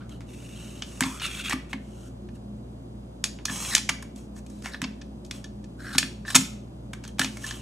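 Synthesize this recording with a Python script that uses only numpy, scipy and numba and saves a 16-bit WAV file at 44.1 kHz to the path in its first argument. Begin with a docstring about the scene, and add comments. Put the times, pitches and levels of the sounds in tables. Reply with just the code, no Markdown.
"""In a small room, steel and plastic rifle parts are fitted together on a tabletop.
Rods knock and rattle: short noise volleys crack and ring the steel and tube modes.
They also slide and rasp in their channels: uneven stick-slip noise through gliding resonances.
Heavy blows thump the table as soft pushes on its modes; the walls add a decaying noise tail.
Ventilation hums behind: shaped noise, wavering duct tones and a steady motor tone."""
import sys
import numpy as np
from scipy import signal
from scipy.fft import rfft, irfft, next_fast_len
from scipy.io import wavfile
from scipy.ndimage import uniform_filter1d
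from numba import njit

SR = 44100
rng = np.random.default_rng(int(sys.argv[2]) if len(sys.argv) > 2 else 0)


def waveform_to_disk(signal):
    """Save audio, clipped to [-1, 1], as 16-bit WAV at the path in sys.argv[1]."""
    frames = np.transpose(np.atleast_2d(signal))
    scaled = np.clip(frames, -1, 1) * 32767
    samples = np.round(scaled).astype(np.int16)
    wavfile.write(sys.argv[1], SR, samples)


N = 335689

# modes of the steel rods and channel: (pitch [Hz], relative level [dB], 60 dB decay time [s])
STEEL_MODES = [(1100, 0, .012), (2200, -1, .02), (2500, 0, .018), (3050, -2, .015), (3400, -2, .018),
               (4220, -4, .02), (5857, -5, .025), (6500, -4, .025), (7000, -2, .018), (8400, -3, .025),
               (9300, -4, .025), (11450, -9, .025)]


def undb(db):
    """Decibels to an amplitude factor."""
    return 10 ** (np.asarray(db) / 20)


def unit(x):
    """Scale to an RMS of 1."""
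    return x / np.sqrt(np.mean(x ** 2))


def on_log(curve, hz):
    """Read a (Hz, value) curve on a log frequency axis."""
    f, value = np.transpose(curve)
    return np.interp(np.log(hz + 1), np.log(f + 1), value)


def shape(x, gain):
    """Multiply the spectrum by gain(Hz)."""
    n = next_fast_len(x.shape[-1])
    hz = np.arange(n // 2 + 1) * SR / n
    return irfft(rfft(x, n) * gain(hz), n)[..., :x.shape[-1]]


def band(x, lo, hi):
    """Band-pass between two edges in Hz."""
    return signal.sosfilt(signal.butter(2, [lo, hi], "band", fs=SR, output="sos"), x)


@njit
def moving_band(x, hz, sharp):
    """State-variable band-pass whose centre moves; gain 1 at the centre, Q = sharp."""
    y, b, l, k = np.empty(len(x)), 0., 0., 1 / sharp
    for i in range(len(x)):
        g = np.tan(np.pi * hz[i] / SR)
        v = (b + g * (x[i] - l)) / (1 + g * (g + k))
        b, l, y[i] = 2 * v - b, l + 2 * g * v, k * v
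    return y


@njit
def ring_modes(force, owner, poles, gains):
    """Decaying modes driven by a force; each event weighs the modes in its own way."""
    out = np.zeros(len(force))
    for m in range(len(poles)):
        z = 0j
        for i in range(len(force)):
            z = z * poles[m] + force[i] * gains[owner[i], m] + 1e-18
            out[i] += z.imag
    return out


def poles_of(modes):
    """Complex poles, pitches [Hz] and levels [dB] of a mode table."""
    hz, db, t60 = np.transpose(modes)
    return np.exp(2j * np.pi * hz / SR - np.log(1000) / (t60 * SR)), hz, db


def ventilation(air_db=-42.5, motor_hz=58.9, motor_db=-40.5):
    """Broad air rumble with wavering duct tones and a steady motor tone."""
    # air spectrum: (frequency [Hz], relative density [dB per Hz])
    air = [(30, -32), (50, -10), (90, -8), (170, -3), (270, -4), (450, -17), (650, -20), (1100, -30),
           (1900, -41), (3200, -44.5), (5100, -52), (6500, -46), (9500, -66), (15000, -66)]
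    # width of the air: (frequency [Hz], side minus mid [dB])
    air_side = [(60, -4), (200, -11), (350, -0.5), (640, 9.5), (1150, 6.5), (2100, 2), (16000, 36)]
    # duct tones: (pitch [Hz], full width at half amplitude [Hz], RMS level [dB])
    duct_tones = [(59.64, 15, -58.5), (118.1, 0.52, -46.5), (207.6, 5.3, -46), (246, 10, -63.5),
                  (310, 11, -71), (358.1, 8.1, -56), (566, 90, -62)]
    mid, side = shape(rng.standard_normal((2, N)), lambda f: undb(on_log(air, f)))
    gain = undb(air_db) / np.sqrt(np.mean(mid ** 2))
    side = shape(side, lambda f: undb(on_log(air_side, f)))
    tones = undb(motor_db) * np.sin(2 * np.pi * motor_hz * np.arange(N) / SR)
    for hz, width, db in duct_tones:
        # a narrow band of noise wavers by itself
        tone = shape(rng.standard_normal(N), lambda f: 1 / (1 + (2 * (f - hz) / width) ** 2))
        tones = tones + undb(db) * unit(tone)
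    return gain * np.array([mid + side, mid - side]) + tones


def held_noise(step):
    """Random values, each held for a number of samples."""
    return np.repeat(rng.standard_normal(N // step + 1), step)[:N]


def stroke_pressure(start_s, length_s, swell_db, levels_db):
    """Level curve of each layer: a stroke sets in and dies away, long ones more gently."""
    t = np.arange(N) / SR
    press = np.zeros((len(levels_db), N))
    for start, dur, swell, levels in zip(start_s, length_s, swell_db, undb(levels_db).T):
        i = slice(int(start * SR), int((start + dur + .3) * SR))
        age = t[i] - start
        set_in = np.clip(age / (.012 + .16 * dur), 0, 1)
        let_go = np.exp(-np.clip(age - dur, 0, None) / (.0065 + .043 * dur))
        swelling = undb(swell * (np.clip(age / dur, 0, 1) - .5))
        press[:, i] += levels[:, None] * set_in * let_go * swelling
    return press


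def slides(grit_db=2.0, hiss_db=-6, hollow_sharp=3.6, ring_sharp=5.0, upper=1.27,
           slip_db=3.0, slip_ms=5.0, waver=.07, waver_ms=14, steel_db=-7):
    """Uneven stick-slip grit; the free length of rod and channel sets each stroke's resonances."""
    # strokes of sliding contact: (start [s], length [s], swell from start to end [dB], rasp level [dB],
    # hollow pitch [Hz], hollow level [dB], ring pitch [Hz], ring level [dB])
    strokes = [(0.0, 0.081, -29, -74, 1403, -54, 3055, -93),
               (0.102, 0.076, -18, -60.5, 1470, -58.5, 3020, -57.5),
               (0.253, 0.3, 2, -53.5, 1322, -68, 2820, -52.5),
               (.55, 0.25, -4.5, -50, 1136, -62, 3000, -49.5),
               (0.802, 0.23, 4, -51, 1030, -72, 3014, -53.5),
               (1.004, 0.18, -5.5, -41.5, 1020, -38.5, 2462, -44),
               (1.199, 0.067, 11, -37, 1363, -36, 2673, -29.5),
               (1.274, 0.14, 3.5, -41.5, 1570, -44.5, 2610, -37),
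               (1.436, 0.069, -14, -38, 1467, -37.5, 2624, -30.5),
               (1.501, 0.021, -15, -33, 1845, -26, 2308, -31),
               (1.689, 0.029, -2, -50, 1230, -50, 2600, -47),
               (1.789, 0.29, 10, -60.5, 1251, -63, 3073, -64),
               (2.335, 0.027, 11, -63, 1743, -63, 2850, -64),
               (3.469, 0.23, 4.5, -34.5, 1500, -48, 3335, -42),
               (3.707, 0.089, -23, -37, 1960, -37, 4010, -37),
               (4.151, 0.11, -17, -57.5, 1324, -81, 3514, -68),
               (4.34, 0.05, 9, -55.5, 1764, -61, 3540, -73), (4.465, 0.2, -1, -61, 1782, -93, 3987, -69),
               (4.628, 0.073, -4, -47.5, 1867, -43.5, 2250, -76),
               (4.71, 0.077, -24, -54, 1810, -50.5, 3880, -48.5),
               (5.329, 0.085, -17, -52.5, 1500, -78, 3285, -55),
               (5.777, .14, 6, -49.5, 1602, -41, 4150, -51),
               (5.925, 0.072, -25, -43.5, 1477, -37, 4000, -43.5),
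               (6.254, 0.081, 2, -41.5, 1733, -61, 3983, -43),
               (7.023, 0.068, 4, -70, 1622, -78.5, 3084, -55),
               (7.191, 0.097, -19, -37.5, 1718, -65, 3000, -37),
               (7.286, 0.14, 7, -53, 1690, -80, 3010, -77),
               (7.41, 0.35, -32.5, -49.5, 1773, -81, 3170, -50.5)]
    s, length, swell_db, rasp_db, hollow_hz, hollow_db, ring_hz, ring_db = np.transpose(strokes)
    t = np.arange(N) / SR
    slip_step, waver_step = int(slip_ms * SR / 1000), int(waver_ms * SR / 1000)

    slip = uniform_filter1d(held_noise(slip_step), slip_step // 2)
    grit = rng.standard_normal(N) * undb(grit_db * rng.standard_normal(N) + slip_db * slip)
    fine = grit * undb(-slip_db * slip / 2)  # the rasp runs more evenly

    def wander():
        return uniform_filter1d(held_noise(waver_step), waver_step)

    def resonate(hz, sharp):
        return moving_band(moving_band(grit, hz, sharp), hz, sharp)

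    # the hollow pitch bends from stroke to stroke and jumps about
    gliding_hz = np.interp(t, s + length / 2, hollow_hz) * np.exp(waver * wander())
    # the rod keeps its pitch through a stroke, with half the waver
    stroke = np.clip(np.searchsorted(s, t) - 1, 0, None)
    held_hz = ring_hz[stroke] * np.exp(waver / 2 * wander())

    hollow = unit(resonate(gliding_hz, hollow_sharp))
    hollow = hollow + undb(hiss_db) * unit(band(grit, 1200, 3500))
    rod = unit(resonate(held_hz, ring_sharp))
    rod = rod + undb(-3) * unit(resonate(upper * held_hz, ring_sharp))
    rod = rod + undb(hiss_db) * unit(band(grit, 2100, 4000))
    # fast rasping is broad: it spills down over both resonances
    rasp = unit(band(fine, 4800, 14500))
    rasp -= undb(-4.5) * unit(band(fine, 940, 3600))
    # it also sets the steel singing
    poles, _, db = poles_of(STEEL_MODES)
    singing = ring_modes(fine, np.zeros(N, np.int64), poles, undb(db)[None])
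    rasp += undb(steel_db) * unit(singing)

    press = stroke_pressure(s, length, swell_db, [hollow_db, ring_db, rasp_db])
    return press[0] * unit(hollow) + press[1] * unit(rod) + press[2] * rasp


def room(x, room_db=-11.5):
    """Decaying noise tail, unrelated at each side; each octave fades at its own rate."""
    # decay of the room: (frequency [Hz], 60 dB decay time [s])
    decay = [(200, 0.19), (2000, 0.46), (10000, 0.32)]
    t, tail = np.arange(SR // 2)[:, None] / SR, 0
    centres = 150 * 2. ** np.arange(7)  # octaves, Hz
    build_up = np.clip(t / 0.009, 0, 1)
    fades = np.exp(-np.log(1000) * t / on_log(decay, centres)) * build_up
    for hz, fade in zip(centres, fades.T):
        tail = tail + fade * band(rng.standard_normal((2, len(t))), hz / 2 ** .5, hz * 2 ** .5)
    tail = tail / np.sqrt(np.sum(tail ** 2) / 2)
    return undb(room_db) * signal.fftconvolve(x[None], tail, axes=1)[:, :N]


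def knocks(grit_db=1.5, crack_db=(8, -1, 8), tube_db=-12, buzz_db=-20, buzz_ms=19.0, closing=1.11,
           scatter_db=6, steel_db=-34, tube_hz=1755, tube_t60_s=.022):
    """Each knock is a short volley of tiny impacts: a dry crack and a brief ring of rods and tube."""
    # knocks: (time [s], drive level [dB], low share [dB], high share [dB], tube tone share [dB],
    # rattle time constant [ms], held to 0.3 or more)
    knock_list = [(0.094, -44, 4.5, -3, -22, 0.17), (0.207, -38.5, 3.5, -10, -26, 0.38),
                  (0.821, -18, -57, -38, -21.5, 1.36), (1.007, -18, 7, -0.5, -34, 0.85),
                  (1.024, -17.5, -1.5, -32, -41, 0.87), (1.036, -20.5, 1, -22, -24, 0.99),
                  (1.198, -23, -16, -42, -30, 0.56), (1.215, -33.5, 2.5, -33, -29, 1.5),
                  (1.262, -27, -37, -10, -47, 1), (1.28, -32, -19, -46, -22, 1.3),
                  (1.441, -38, -54, -24, -44, 2.3), (1.496, -25, -54, -0.5, 0, 0.96),
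                  (1.509, -28, 6, -41, -47, 1.3), (1.523, -29.5, 11.5, -6, -34, 2.3),
                  (1.530, -25.5, 11, -3, -35, 1.1), (1.539, -31, 0, -19, -32, 1.1),
                  (1.729, -35.5, 10, -7, -4, 2.6), (2.287, -50.5, -4, -64, -9, 2.1),
                  (3.24, -10, -22.5, -11, -44, 1.23), (3.388, -38, 4, -25, -16.5, 0.15),
                  (3.453, -12.5, -23, -13.5, -29, 1.6), (3.482, -36.5, -26, -24.5, 4, 0.62),
                  (3.495, -31.5, -1, -18.5, -0.5, 2.9), (3.647, -26, -28, -41, -36.5, 2.9),
                  (3.726, -38.5, 0, -2, -10, 1.6), (3.736, -24.5, -2, -8.5, -21, 1.4),
                  (3.75, -4, -27.5, -6.5, -22, 0.82), (3.765, -13.5, -10, -14.5, -40.5, 1.3),
                  (3.779, -12.5, -15.5, -17, -35.5, 1.2), (3.89, -13.5, -3, -12.5, -54, 2.87),
                  (4.024, -42.5, 4, 1.5, 1, 2.2), (4.16, -42, -18, -7, -36, 1.35),
                  (4.364, -47, -22, -6, 0.5, 1.35), (4.463, -42.5, -22, -12, -29, 2),
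                  (4.499, -53.5, -17, 1, -9, 2), (4.622, -40, -15, -10, -35, 1.8),
                  (4.643, -37, -25, -21, 1.5, 4.1), (4.658, -24, 4.5, -12, -11, 0.59),
                  (4.743, -36.5, 1, -33.5, 3.5, 2.5), (4.817, -20.5, 0.5, -10.5, -21, 0.92),
                  (4.839, -22, -4.5, -53, -49, 3), (5.013, -35.5, -39.5, -39, -12, 3.3),
                  (5.248, -40.5, -42.5, -12.5, -41, 2), (5.262, -48, -29.5, -8.5, -40, 1.8),
                  (5.31, -23.5, -13.5, -13.5, -30, 1.5), (5.442, -28, -39, -20.5, -13.5, 1.4),
                  (5.641, -41.5, -29, -19, -13, 2.2), (5.904, -44.5, -9, -18, 9, 2.4),
                  (5.948, -33.5, 9, -9.5, -13.5, 2.5), (5.955, -29.5, -3.5, -18.5, -19, 1.9),
                  (5.981, -3, -29, -13, -21, 1.94), (6.028, -21, -2, -27, -6.5, 1.4),
                  (6.249, -45, -6.5, -20.5, 6, 5), (6.278, -34.5, -18.5, -18, 1, 4),
                  (6.301, -29, -8, -6, -3.5, 3.4), (6.346, -9, -21, -17.5, -5.5, 2.6),
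                  (6.352, -5.5, -8.5, -3, -22, 1.8), (6.357, -5.5, -7, -6, -21.5, 3.14),
                  (6.932, -37, 8, -3.5, -23, 2.1), (7.037, -34, -9.5, -15, -15, 2.8),
                  (7.05, -32, -11, -15, -10, 1), (7.077, -35.5, -29, -7, -10, 1.4),
                  (7.183, -37, 2, -11, -22, 2.6), (7.193, -15.5, -1, -5.5, -5, 1.83),
                  (7.214, -16.5, -32, -26, 1.5, 1.6), (7.235, -30, -10, -25, -19, 1.2),
                  (7.245, -12.5, -11, -25, -48, 0.84), (7.37, -47.5, 16, 6, -12, 1.4),
                  (7.439, -37.5, -1.5, -8, 4, 2.9), (7.465, -26.5, -24, -9, -26, 1.2),
                  (7.508, -20.5, -29, -36, -7.5, 1.3), (7.558, -44, -19, -23, -17, 1.2)]
    s, drive_db, low_db, high_db, tone_db, ms = np.transpose(knock_list)
    force, owner = np.zeros(N), np.zeros(N, np.int64)
    t = np.arange(6000) / SR
    buzz = rng.standard_normal((len(s), 6000))
    grit = undb(grit_db * rng.standard_normal(buzz.shape))
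    volley = unit(rng.standard_normal(buzz.shape) * grit)
    for k, i in enumerate((s * SR).astype(int)):
        age = t * 1000 / max(ms[k], .3)
        # the contact closes, then dies away
        contact = volley[k] * age ** closing * np.exp(-age)
        # loose parts buzz on a little
        loose = undb(buzz_db) * buzz[k] * np.minimum(age / 2, 1) * np.exp(-t * 1000 / buzz_ms)
        v = (contact + loose)[:N - i]
        force[i:i + len(v)] += 2 * undb(drive_db[k]) * v
        owner[i:] = k

    poles, hz, db = poles_of(STEEL_MODES)
    share = (hz < 2500) * low_db[:, None] + (hz > 5200) * high_db[:, None]
    scatter = scatter_db * rng.standard_normal((len(s), len(hz)))
    steel = ring_modes(force, owner, poles, undb(db + share + scatter))
    tube_pole = poles_of([(tube_hz, 0, tube_t60_s)])[0]
    tube = ring_modes(force, owner, tube_pole, undb(tone_db)[:, None])

    crack = band(force * undb(low_db[owner] + crack_db[0]), 720, 2500)
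    crack -= band(force * undb(crack_db[1]), 2500, 6000)  # opposite sign, so that the bands join up
    crack += band(force * undb(high_db[owner] + crack_db[2]), 5500, 14000)
    return undb(steel_db) * steel + undb(tube_db) * tube, crack


def table_thumps(push_ms=4.0, fall_db=14.0):
    """A soft push bends the top; the place of the blow favours the modes near one pitch."""
    # blows that reach the table: (time [s], push level [dB], pitch that speaks most [Hz])
    blows = [(1.015, -17, 264), (1.06, -22, 263), (1.536, -18.5, 293), (1.74, -24, 213), (3.5, -22, 180),
             (3.896, -20.5, 136), (4.824, -21, 237), (4.848, -26.5, 237), (5.954, -19.5, 224),
             (6.032, -22, 215), (6.354, -12.5, 231), (6.385, -11, 160), (6.933, -36, 202),
             (7.198, -20, 240), (7.244, -24, 227)]
    # modes of the tabletop: (pitch [Hz], relative level [dB], 60 dB decay time [s])
    top_modes = [(125, -26.5, 0.12), (176.8, -7.5, 0.33), (213, -8.5, 0.89), (262, 4.5, 0.19),
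                 (296, 2, 0.1), (378, -3, 0.13), (470, -19.5, 0.064)]
    s, push_db, best_hz = np.transpose(blows)
    at = (s * SR).astype(int)
    push = np.zeros(N)
    push[at] = undb(push_db)
    soft = signal.lfilter(np.hanning(int(push_ms * SR / 1000)) / (push_ms * SR / 2000), 1, push)
    poles, hz, db = poles_of(top_modes)
    # modes weaken by fall_db per octave away from the favoured pitch
    gains = undb(db - fall_db * np.abs(np.log2(hz / best_hz[:, None])))
    owner = np.clip(np.searchsorted(at, np.arange(N), "right") - 1, 0, None)
    top = ring_modes(soft, owner, poles, gains)
    return band(top, 120, 900)  # the thumps carry no deep bass below 120 Hz


def scene():
    """Sliding, knocks and thumps in the room, over the ventilation."""
    air = ventilation()
    sliding = slides()
    rings, crack = knocks()
    top = table_thumps()
    near = crack + sliding
    # the thin parts ring mostly toward the microphones; the walls return less of it
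    to_walls = near + undb(-9) * rings + undb(-3) * top
    return near + rings + top + room(to_walls) + air


def record(dry):
    """Two microphone ports: phase between them turns with pitch; overloads clip; both ends are cut."""
    # microphone response: (frequency [Hz], gain [dB])
    mic = [(4500, -2), (6200, 2), (8000, 1), (10000, -3.5), (12500, -2), (14000, -1.5), (16000, -19)]
    # left-right difference that is kept: (frequency [Hz], gain [dB])
    port_side = [(60, -11), (3500, -0.5), (5000, -5.5), (6200, -30), (7500, -8.5), (11000, -7.5),
                 (13000, -25.5), (16000, -47)]
    # phase by which the left port leads, negative when it lags: (frequency [Hz], lead [rad])
    port_lead = [(0, 0), (3500, -.3), (4900, -1), (5070, -3), (5230, -5.7), (6800, -6.4), (8400, -7.3),
                 (10300, -7.7), (11700, -8.5), (12700, -8.9), (13200, -9.42)]
    dry = signal.sosfilt(signal.butter(3, 45, "high", fs=SR, output="sos"), dry)
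    dry = shape(dry, lambda f: undb(on_log(mic, f)))
    mid, side = (dry[0] + dry[1]) / 2, (dry[0] - dry[1]) / 2
    side = shape(side, lambda f: undb(on_log(port_side, f)))
    left = shape(mid + side, lambda f: np.exp(.5j * on_log(port_lead, f)))
    right = shape(mid - side, lambda f: np.exp(-.5j * on_log(port_lead, f)))
    clipped = np.clip([left, right], -1, 1)
    top_cut = signal.ellip(8, .2, 70, 15800, fs=SR, output="sos")  # steep cut at 15.8 kHz
    return signal.sosfilt(top_cut, clipped)


dry = scene()
out = record(dry)
waveform_to_disk(out)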